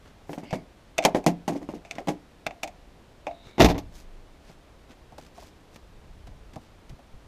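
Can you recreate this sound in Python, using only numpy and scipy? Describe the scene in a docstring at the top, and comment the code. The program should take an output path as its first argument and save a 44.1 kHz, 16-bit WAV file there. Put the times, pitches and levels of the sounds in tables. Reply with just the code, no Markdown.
"""The door of a parked off-road vehicle clacks open and is slammed as someone climbs out.
Knocks shake the sheet-metal body, the steel latch snaps and rings, and the hinge rubs faintly.
The slam is a cluster of rattling hits over the boom of the air squeezed in the cabin.
Then soft steps scuff over rock and dry needles, and a twig creaks underfoot.
Behind it all, the trees along a quiet forest trail hush and a light breeze rumbles."""
import sys
import numpy as np
from scipy import signal
from scipy.fft import irfft
from scipy.io import wavfile
from scipy.ndimage import uniform_filter1d

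SR = 44100
rng = np.random.default_rng(int(sys.argv[2]) if len(sys.argv) > 2 else 0)


def wrap_up_sound(samples):
    """Save the sound to the file named by the first command line argument, as 16-bit audio."""
    columns = np.atleast_2d(samples).T
    # keep every value between -1 and 1, then stretch to whole-number steps
    tamed = np.clip(columns, -1, 1)
    steps = np.round(tamed * 32767).astype(np.int16)
    wavfile.write(sys.argv[1], SR, steps)


N = 320607
T = np.arange(SR * 6 // 10) / SR  # the clock of one short sound [s]


def amp(db):
    """Turns decibels into a gain."""
    return 10 ** (np.asarray(db) / 20)


def unit(x, first=None):
    """Scales a sound to an average (rms) level of 1, over all of it or its first samples."""
    return x / np.sqrt(np.mean(x[:first] ** 2) + 1e-20)


def struck(x):
    """Scales a hit so that its first 20 ms have an average level of 1."""
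    return unit(x, first=880)


def add(mix, s, sound):
    """Mixes a sound in at s seconds."""
    part = mix[max(round(s * SR), 0):][:len(sound)]
    part += sound[:len(part)]


def shape(points):
    """Joins (frequency, level) points into a colour: a gain for any frequency."""
    f, db = np.transpose(points)
    return lambda hz: amp(np.interp(np.log(hz + 1), np.log(f + 1), db))


def tilted(points, tilt_db):
    """A colour whose treble is made brighter or duller by tilt_db per octave."""
    return lambda hz: shape(points)(hz) * amp(tilt_db * np.log2(np.maximum(hz, 1500) / 4000))


def hump(centre_hz, octaves):
    """A colour with one broad peak."""
    return lambda hz: 1 / np.cosh(np.log2((hz + 1) / centre_hz) / max(octaves, .1))


def noise(colour, n=len(T)):
    """Noise of the given colour, at an average level of 1."""
    hz = np.fft.rfftfreq(n, 1 / SR)
    return unit(irfft(colour(hz) * np.exp(2j * np.pi * rng.random(len(hz))), n))


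def fade(t60):
    """Falls 60 dB in t60 seconds, the fade time; 1 - fade gives a soft start."""
    return np.exp(-np.log(1000) * T / max(t60, 1e-3))


def flicker(depth, samples):
    """A quickly jumping gain that makes smooth noise grainy."""
    return np.exp(depth * unit(uniform_filter1d(rng.standard_normal(len(T)), samples)))


def push(colour):
    """One sharp tap of the given colour, with no sound before it starts."""
    log_gain = np.log(colour(abs(np.fft.fftfreq(len(T), 1 / SR))) + 1e-5)
    return np.fft.ifft(np.exp(np.conj(signal.hilbert(log_gain)))).real


def ring(notes, scatter_db, colour=np.ones_like):
    """A struck part's dying notes; each has a random size and sign, as if hit in a new place."""
    hz, db, t60 = np.transpose(notes)
    sizes = amp(db + scatter_db * rng.standard_normal(len(hz))) * colour(hz)
    sizes *= rng.choice([-1, 1], len(hz))
    return struck(sum(a * np.sin(2 * np.pi * f * T) * fade(d) for a, f, d in zip(sizes, hz, t60)))


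def crack(colour, t60, tick_db, tail_db, tail_t60, grain):
    """Hard things meet: a tick, a burst of tiny impacts, then a faint and duller tail."""
    onset = 176  # samples, about 4 ms
    chatter = flicker(grain, 40)
    burst = unit(noise(colour) * chatter * fade(t60), onset)
    tick = unit(push(colour), onset)
    tail = noise(lambda hz: colour(hz) / np.hypot(1, hz / 6000)) * fade(tail_t60)
    return unit(burst + amp(tick_db) * tick + amp(tail_db) * tail, onset)


# The colour of the trees' hush: (frequency [Hz], relative level [dB])
TREE_COLOUR = [(24, -40), (40, -5), (101, -11), (133, -13.5), (283, -15), (503, -17.5), (615, -18),
               (1440, -26.5), (3650, -32), (11800, -46.5), (14800, -51), (16000, -81)]
def trees():
    """The forest gives a steady, soft hush."""
    return amp(-54.5) * noise(shape(TREE_COLOUR), N)


# The colour of a deep rumble: (frequency [Hz], relative level [dB])
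RUMBLE_COLOUR = [(10, -7), (30, 1.5), (55, -3), (110, -12.5), (200, -20), (400, -41), (1000, -93)]
# Puffs of breeze: (middle time [s], length [s], level [dB])
GUSTS = [(2.8, 0.39, -62), (5.113, 0.84, -65), (6.237, 1, -49), (6.925, 0.066, -37), (7.15, 0.079, -44.5)]
def breeze(calm_db=-59):
    """Moving air rumbles and swells with each puff."""
    strength = np.full(N, amp(calm_db))
    for s, length, db in GUSTS:
        add(strength, s - length / 2, amp(db) * np.hanning(int(length * SR)))
    return strength * noise(shape(RUMBLE_COLOUR), N)


def trail_echo(sound):
    """Rock and trunks scatter a faint, dull echo."""
    dull = shape([(60, 0), (300, -7.5), (800, -10.5), (2000, -15.5), (12000, -31.5)])
    echo = noise(dull) * fade(0.26) * (1 - fade(0.11))
    return amp(-26) * signal.fftconvolve(sound, echo / np.linalg.norm(echo))[:N]


# The colour of grit and dry needles: (frequency [Hz], relative level [dB])
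GRIT_COLOUR = [(300, 9), (900, -2), (2600, -2), (6000, -1.5), (9000, -9.5), (13000, -13.5), (15200, -16)]
# Footfalls: (time [s], grit level [dB], thud level [dB], relative stone level [dB])
STEPS = [(4.495, -54, -50, -54), (5.122, -60, -53, -47.5), (5.182, -42.5, -52, -40.5),
         (5.377, -56, -57, -41), (5.423, -63, -55, -45), (5.76, -44.5, -64, -54), (6.27, -50.5, -49.5, -50),
         (6.535, -50, -54, -56), (6.559, -45, -39.5, -37), (6.895, -50, -54, -57), (6.991, -61, -65, -51)]
def steps():
    """Soles thud on the ground, tip loose stones and crush grit."""
    out = np.zeros(N)
    for s, grit_db, thud_db, stone_db in STEPS:
        thud = struck(noise(hump(143, 0.7)) * fade(0.084) * (1 - fade(0.042)))
        stone = amp(-4.5) * struck(noise(hump(725, 0.25)) * fade(0.056) * (1 - fade(0.025)))
        grit = crack(tilted(GRIT_COLOUR, -2.4), .056, tick_db=-10, tail_db=-18, tail_t60=.14, grain=.22)
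        add(out, s, amp(thud_db) * thud + amp(stone_db) * stone + amp(grit_db) * grit)
    return out


# Sliding shoes and cloth: (middle time [s], length [s], level [dB], brightness [dB per octave])
SCUFFS = [(0.07, 0.14, -54, -5.5), (0.327, .15, -55.5, 5), (1.966, .16, -48, -8.5),
          (3.477, 0.13, -51.5, -4.5), (3.981, 0.17, -53.5, 1), (4.499, 0.16, -54.5, -3),
          (4.915, 0.08, -50, -5), (5.25, .14, -58.5, -2), (5.423, 0.25, -52.5, -1),
          (5.747, 0.087, -57.5, -1), (6.638, .15, -62, -1)]
def scuffs():
    """Shoes and cloth drag with a grainy hiss that swells and fades."""
    out = np.zeros(N)
    for s, length, db, tilt_db in SCUFFS:
        grains = flicker(0.43, 60)
        slide = unit(noise(tilted(GRIT_COLOUR, tilt_db)) * grains)[:int(length * SR)]
        add(out, s - length / 2, amp(db) * slide * np.hanning(len(slide)))
    return out


def twig_creak(start_s=5.2, length_s=.065, slips_per_s=80, db=-51):
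    """Wood sticks and slips underfoot in a short, uneven run of ticks."""
    out = np.zeros(N)
    for slip in np.arange(start_s, start_s + length_s, 1 / slips_per_s):
        s = slip + rng.uniform(-.003, .003)
        tick = crack(tilted(GRIT_COLOUR, -1.8), .026, tick_db=-9, tail_db=-30, tail_t60=.1, grain=.3)
        add(out, s, amp(db) * tick)
    return out


# Rubs of the hinge: (middle time [s], length [s], pitch [Hz], pitch spread [Hz], level [dB])
HINGE_RUBS = [(.52, .3, 2200, 240, -55.5), (.48, .18, 2850, 600, -58), (.52, .26, 4800, 800, -61.5),
              (3.47, .58, 3780, 380, -61), (3.5, .25, 2230, 300, -65)]
def hinge():
    """Dry rubbing sings faintly in the hinge as the door swings."""
    out = np.zeros(N)
    for s, length, hz, width, db in HINGE_RUBS:
        rub = noise(lambda f: 1 / (1 + (2 * (f - hz) / width) ** 2))[:int(length * SR)]
        add(out, s - length / 2, amp(db) * rub * np.hanning(len(rub)))
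    return out


def sway():
    """The body rocks on its springs: a low rumble that swells and dies."""
    return noise(shape(RUMBLE_COLOUR)) * (1 - fade(.6)) * fade(1)


# The notes of the sheet-metal body: (pitch [Hz], relative level [dB], fade time [s])
BODY_NOTES = [(143, -5, .15), (172, -1, .32), (205, -6, .1), (238, -5, .16), (280, -4, .23), (304, -1, .13),
              (330, -3, .1), (357, -4, .12), (408, -5, .13), (454, -5, .14), (510, -2, .12), (560, -5, .12),
              (598, -6, .15), (635, -4, .12), (695, -2, .15), (742, -5, .14), (788, -3, .11),
              (852, -3, .13), (915, -8, .1), (977, -7, .11), (1040, -9, .13), (1112, -11, .12)]
def panel(centre_hz, octaves, blur_t60, blur_db, ring_db):
    """Sheet metal gives way once; a blur of notes dies quickly while the body's clear ones ring."""
    colour = hump(centre_hz, octaves)
    blur = struck(noise(colour) * fade(blur_t60) * (1 - fade(0.0082)))
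    notes = ring(BODY_NOTES, 0.67, colour)
    return struck(struck(push(colour)) + amp(blur_db) * blur + amp(ring_db) * notes)


# The colour of hard contact on the body: (frequency [Hz], relative level [dB])
CONTACT_COLOUR = [(90, -15), (500, 12), (1000, 1), (1300, 0.5), (1600, 8.5), (2050, 13), (2900, 5.5),
                  (4300, 0.5), (6500, -1), (8500, -9.5), (11000, -14), (12700, -14), (15200, -42)]
def buzz(peak_s=0.011):
    """Loose fittings start to chatter just after a blow and soon settle."""
    chatter = flicker(0.49, 50)
    swell = T / peak_s * np.exp(1 - T / peak_s)
    return unit(noise(tilted(CONTACT_COLOUR, 3.5)) * chatter) * swell


def blow(db, hardness_db, tilt_db, boom_hz):
    """A blow booms in the body, knocks in the near panel and cracks where it lands."""
    lean_db = 5.5 + 0.26 * hardness_db  # harder blows give more knock and less boom
    t60 = 0.046 * 2 ** (-hardness_db / 16)  # and a shorter crack
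    boom = amp(3.14) * panel(boom_hz, 0.47, blur_t60=0.17, blur_db=-0.36, ring_db=-0.1)
    boom = boom + amp(-32) * sway() + amp(-17.5) * buzz()
    knock = amp(-5) * panel(642, 0.35, blur_t60=0.13, blur_db=-0.31, ring_db=0.07)
    colour = tilted(CONTACT_COLOUR, tilt_db)
    contact = amp(2.9) * crack(colour, t60, tick_db=-5, tail_db=-24.5, tail_t60=0.084, grain=0.21)
    return amp(db) * (amp(-lean_db) * boom + amp(lean_db) * knock + amp(hardness_db) * contact)


# Blows on the body:
# (time [s], strength [dB], hardness [dB], brightness [dB per octave], boom pitch [Hz])
KNOCKS = [(0.294, -37.5, -14, -15, 253), (0.3312, -40.5, -4, -3, 280), (0.3774, -36.5, -15.5, -10, 262),
          (0.432, -42, -17, -8, 238), (0.5286, -27.5, -11, -1.5, 255), (1.0505, -20, 3, 2, 273),
          (1.1473, -23, -10, -3, 296), (1.264, -18.5, -8.5, 3, 229), (1.479, -25.5, -10.5, 3.5, 268),
          (1.521, -35.5, -22, -3, 250), (1.551, -34, -26, -6, 314), (1.616, -41, -19, -13, 274),
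          (1.689, -35.5, -15.5, -1, 260), (1.738, -38, -23, -4, 264), (1.9837, -35.5, -2.5, -3.5, 374),
          (2.073, -34, -9, 1, 267), (2.084, -26.5, -10, 1.5, 248)]
def knocks(heavy_db=-29.5):
    """Blows shake the body; the heavy ones land a second time, weaker and lower."""
    out = np.zeros(N)
    for s, db, hardness_db, tilt_db, boom_hz in KNOCKS:
        add(out, s, blow(db, hardness_db, tilt_db, boom_hz))
        if db > heavy_db:
            add(out, s + .006, blow(db - 4, hardness_db - 2, tilt_db, boom_hz * 0.96))
    return out


# The colour of the latch's snap: (frequency [Hz], relative level [dB])
SNAP_COLOUR = [(600, -4.5), (1200, -3), (1850, -1.5), (2200, 9.5), (2600, 11), (3050, -2), (4500, -1),
               (6400, 1), (8500, -6), (11000, -19.5), (12700, -10), (15200, -44)]
# The notes of the steel latch: (pitch [Hz], relative level [dB], fade time [s])
LATCH_NOTES = [(2215, 2, 0.03), (2430, -4, 0.02), (2570, 4, 0.024), (3560, 10, 0.038), (6300, -4, 0.047)]
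# The notes of the door's skin, its outer sheet: (pitch [Hz], relative level [dB], fade time [s])
SKIN_NOTES = [(683.3, 0.5, 0.41), (788, -10, 0.11)]
def clack(snap_db, tilt_db, t60, skin_db):
    """The steel latch snaps and rings, and shakes the door skin and, faintly, the body."""
    snap = crack(tilted(SNAP_COLOUR, tilt_db), t60, tick_db=-.5, tail_db=-13.5, tail_t60=.11, grain=.19)
    snap += amp(-19.5) * ring(LATCH_NOTES, scatter_db=1.6)
    skin = panel(691, 0.2, blur_t60=0.08, blur_db=-1.5, ring_db=-1)
    skin += amp(-14) * ring(SKIN_NOTES, scatter_db=1)
    body = amp(-13) * ring(BODY_NOTES, scatter_db=4.9, colour=hump(284, 0.66))
    return amp(snap_db) * snap + amp(skin_db) * (skin + body)


# Clacks of the latch and handle:
# (time [s], snap level [dB], brightness [dB per octave], snap fade time [s], skin level [dB])
CLACKS = [(0.5085, -41.5, -2, 0.067, -43.5), (0.9819, -21.5, -2.5, 0.019, -38),
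          (0.9881, -22, -5, 0.023, -23.5), (1.0395, -33.5, -3, 0.043, -49), (1.2414, -46, 1, 0.03, -45.5),
          (1.85, -46.5, -4, 0.14, -49), (1.9112, -30.5, -1.5, 0.043, -45), (2.4661, -25.5, -6, 0.033, -31),
          (2.633, -26.5, -0.5, 0.047, -32.5), (3.2689, -34.5, -7.5, 0.077, -30.5)]
def latch():
    """The parts touch lightly, snap home, then spring back."""
    out = np.zeros(N)
    for s, snap_db, tilt_db, t60, skin_db in CLACKS:
        add(out, s - .003, amp(-20.5) * clack(snap_db, tilt_db - 3.5, t60, skin_db + 2.5))
        add(out, s, clack(snap_db, tilt_db, t60, skin_db))
        add(out, s + 0.043, amp(-16) * clack(snap_db, tilt_db, .05, skin_db + 4))
    return out


# Deep notes of the cabin air: (time [s], pitch [Hz], level [dB], rise time [s], fade time [s])
CABIN_NOTES = [(3.605, 61, -14.5, 0.016, 0.28), (3.616, 100, -21.5, 0.0079, 0.52),
               (3.641, 65.7, -12, 0.003, 0.223)]
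def cabin_boom():
    """The closing door squeezes the air inside, which booms."""
    out = np.zeros(N)
    for s, hz, db, rise, t60 in CABIN_NOTES:
        add(out, s, amp(db) * np.sin(2 * np.pi * hz * T) * (1 - np.exp(-T / rise)) * fade(t60))
    add(out, 3.61, amp(-24) * noise(hump(70, .6)) * fade(.42) * (1 - fade(.08)))
    return out


def rocking(start_s=3.62):
    """After the slam the vehicle rocks on its springs for a second."""
    out = np.zeros(N)
    dying = signal.windows.tukey(SR, .1) * amp(np.linspace(0, -16, SR))
    add(out, start_s, amp(-41) * noise(hump(25.6, 0.2), SR) * dying)
    add(out, start_s, amp(-29.5) * sway())
    return out


# The colour of the door's crunch: (frequency [Hz], relative level [dB])
CRUNCH_COLOUR = [(500, -11), (1000, -7), (1400, -8), (2200, -1.5), (2900, -5), (4300, -6), (6500, -9),
                 (8500, -21.5), (11000, -21.5), (12700, -12), (14000, -34), (15200, -42)]
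def door_hit(weight_db, crunch_db, tilt_db, t60, gap_s=.0082, jitter=0.1464):
    """The door lands and bounces twice, lighter each time; the latch rings with every contact."""
    out = np.zeros(SR)
    colour = tilted(CRUNCH_COLOUR, tilt_db)
    for bounce in range(3):
        s = gap_s * (bounce + (bounce > 0) * jitter * rng.uniform(-1, 1))
        boom = amp(2) * panel(285, 0.56, blur_t60=0.081, blur_db=-0.89, ring_db=-1.7)
        knock = amp(-2.5) * panel(680, 0.33, blur_t60=0.16, blur_db=-0.73, ring_db=-0.77)
        crunch = amp(1.5) * crack(colour, .06, tick_db=-6, tail_db=-16, tail_t60=.16, grain=.4)
        crunch += amp(-15) * ring(LATCH_NOTES, scatter_db=4.9)
        contact = amp(weight_db - 2 * bounce) * (boom + knock) + amp(crunch_db) * crunch
        add(out, s, amp(-60 * s / t60) * contact)
    return out


# Hits of the closing door:
# (time [s], weight [dB], crunch [dB], brightness [dB per octave], bounce fade time [s])
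DOOR_HITS = [(3.5814, -31.5, -36, -6.5, 0.17), (3.5972, -21.5, -30, -1, 0.045),
             (3.6029, -16, -17.5, -2.5, 0.36), (3.6292, -26.5, -25.5, -3, 0.089),
             (3.646, -16.5, -20.5, -1, 0.091), (3.6618, -29.5, -41, -13, 0.028),
             (3.686, -31, -33.5, -1.5, 0.14), (3.6997, -29, -34.5, -2.5, 0.16), (3.745, -36, -46, -8, 0.39),
             (3.78, -38, -41.5, 1, 0.071)]
def door_slam():
    """The door meets seal, catch and frame in a quick cluster of hits, then settles."""
    out = np.zeros(N)
    for s, *hit in DOOR_HITS:
        add(out, s, door_hit(*hit))
    return out


def scene():
    """The vehicle with its echo, the walker and the forest, in one channel."""
    vehicle = knocks() + latch() + door_slam() + cabin_boom() + rocking() + hinge()
    return (vehicle + trail_echo(vehicle) + steps() + scuffs() + twig_creak() + trees() + breeze())[None]


def record(dry, top_hz=15400):
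    """Rounds off the loudest peaks, then cuts the highest treble."""
    rounded = dry / (1 + dry ** 8) ** (1 / 8)
    treble_cut = signal.firwin(255, top_hz, window=("kaiser", 9), fs=SR)
    return signal.oaconvolve(rounded, treble_cut[None], "same")


dry = scene()
out = record(dry)
wrap_up_sound(out)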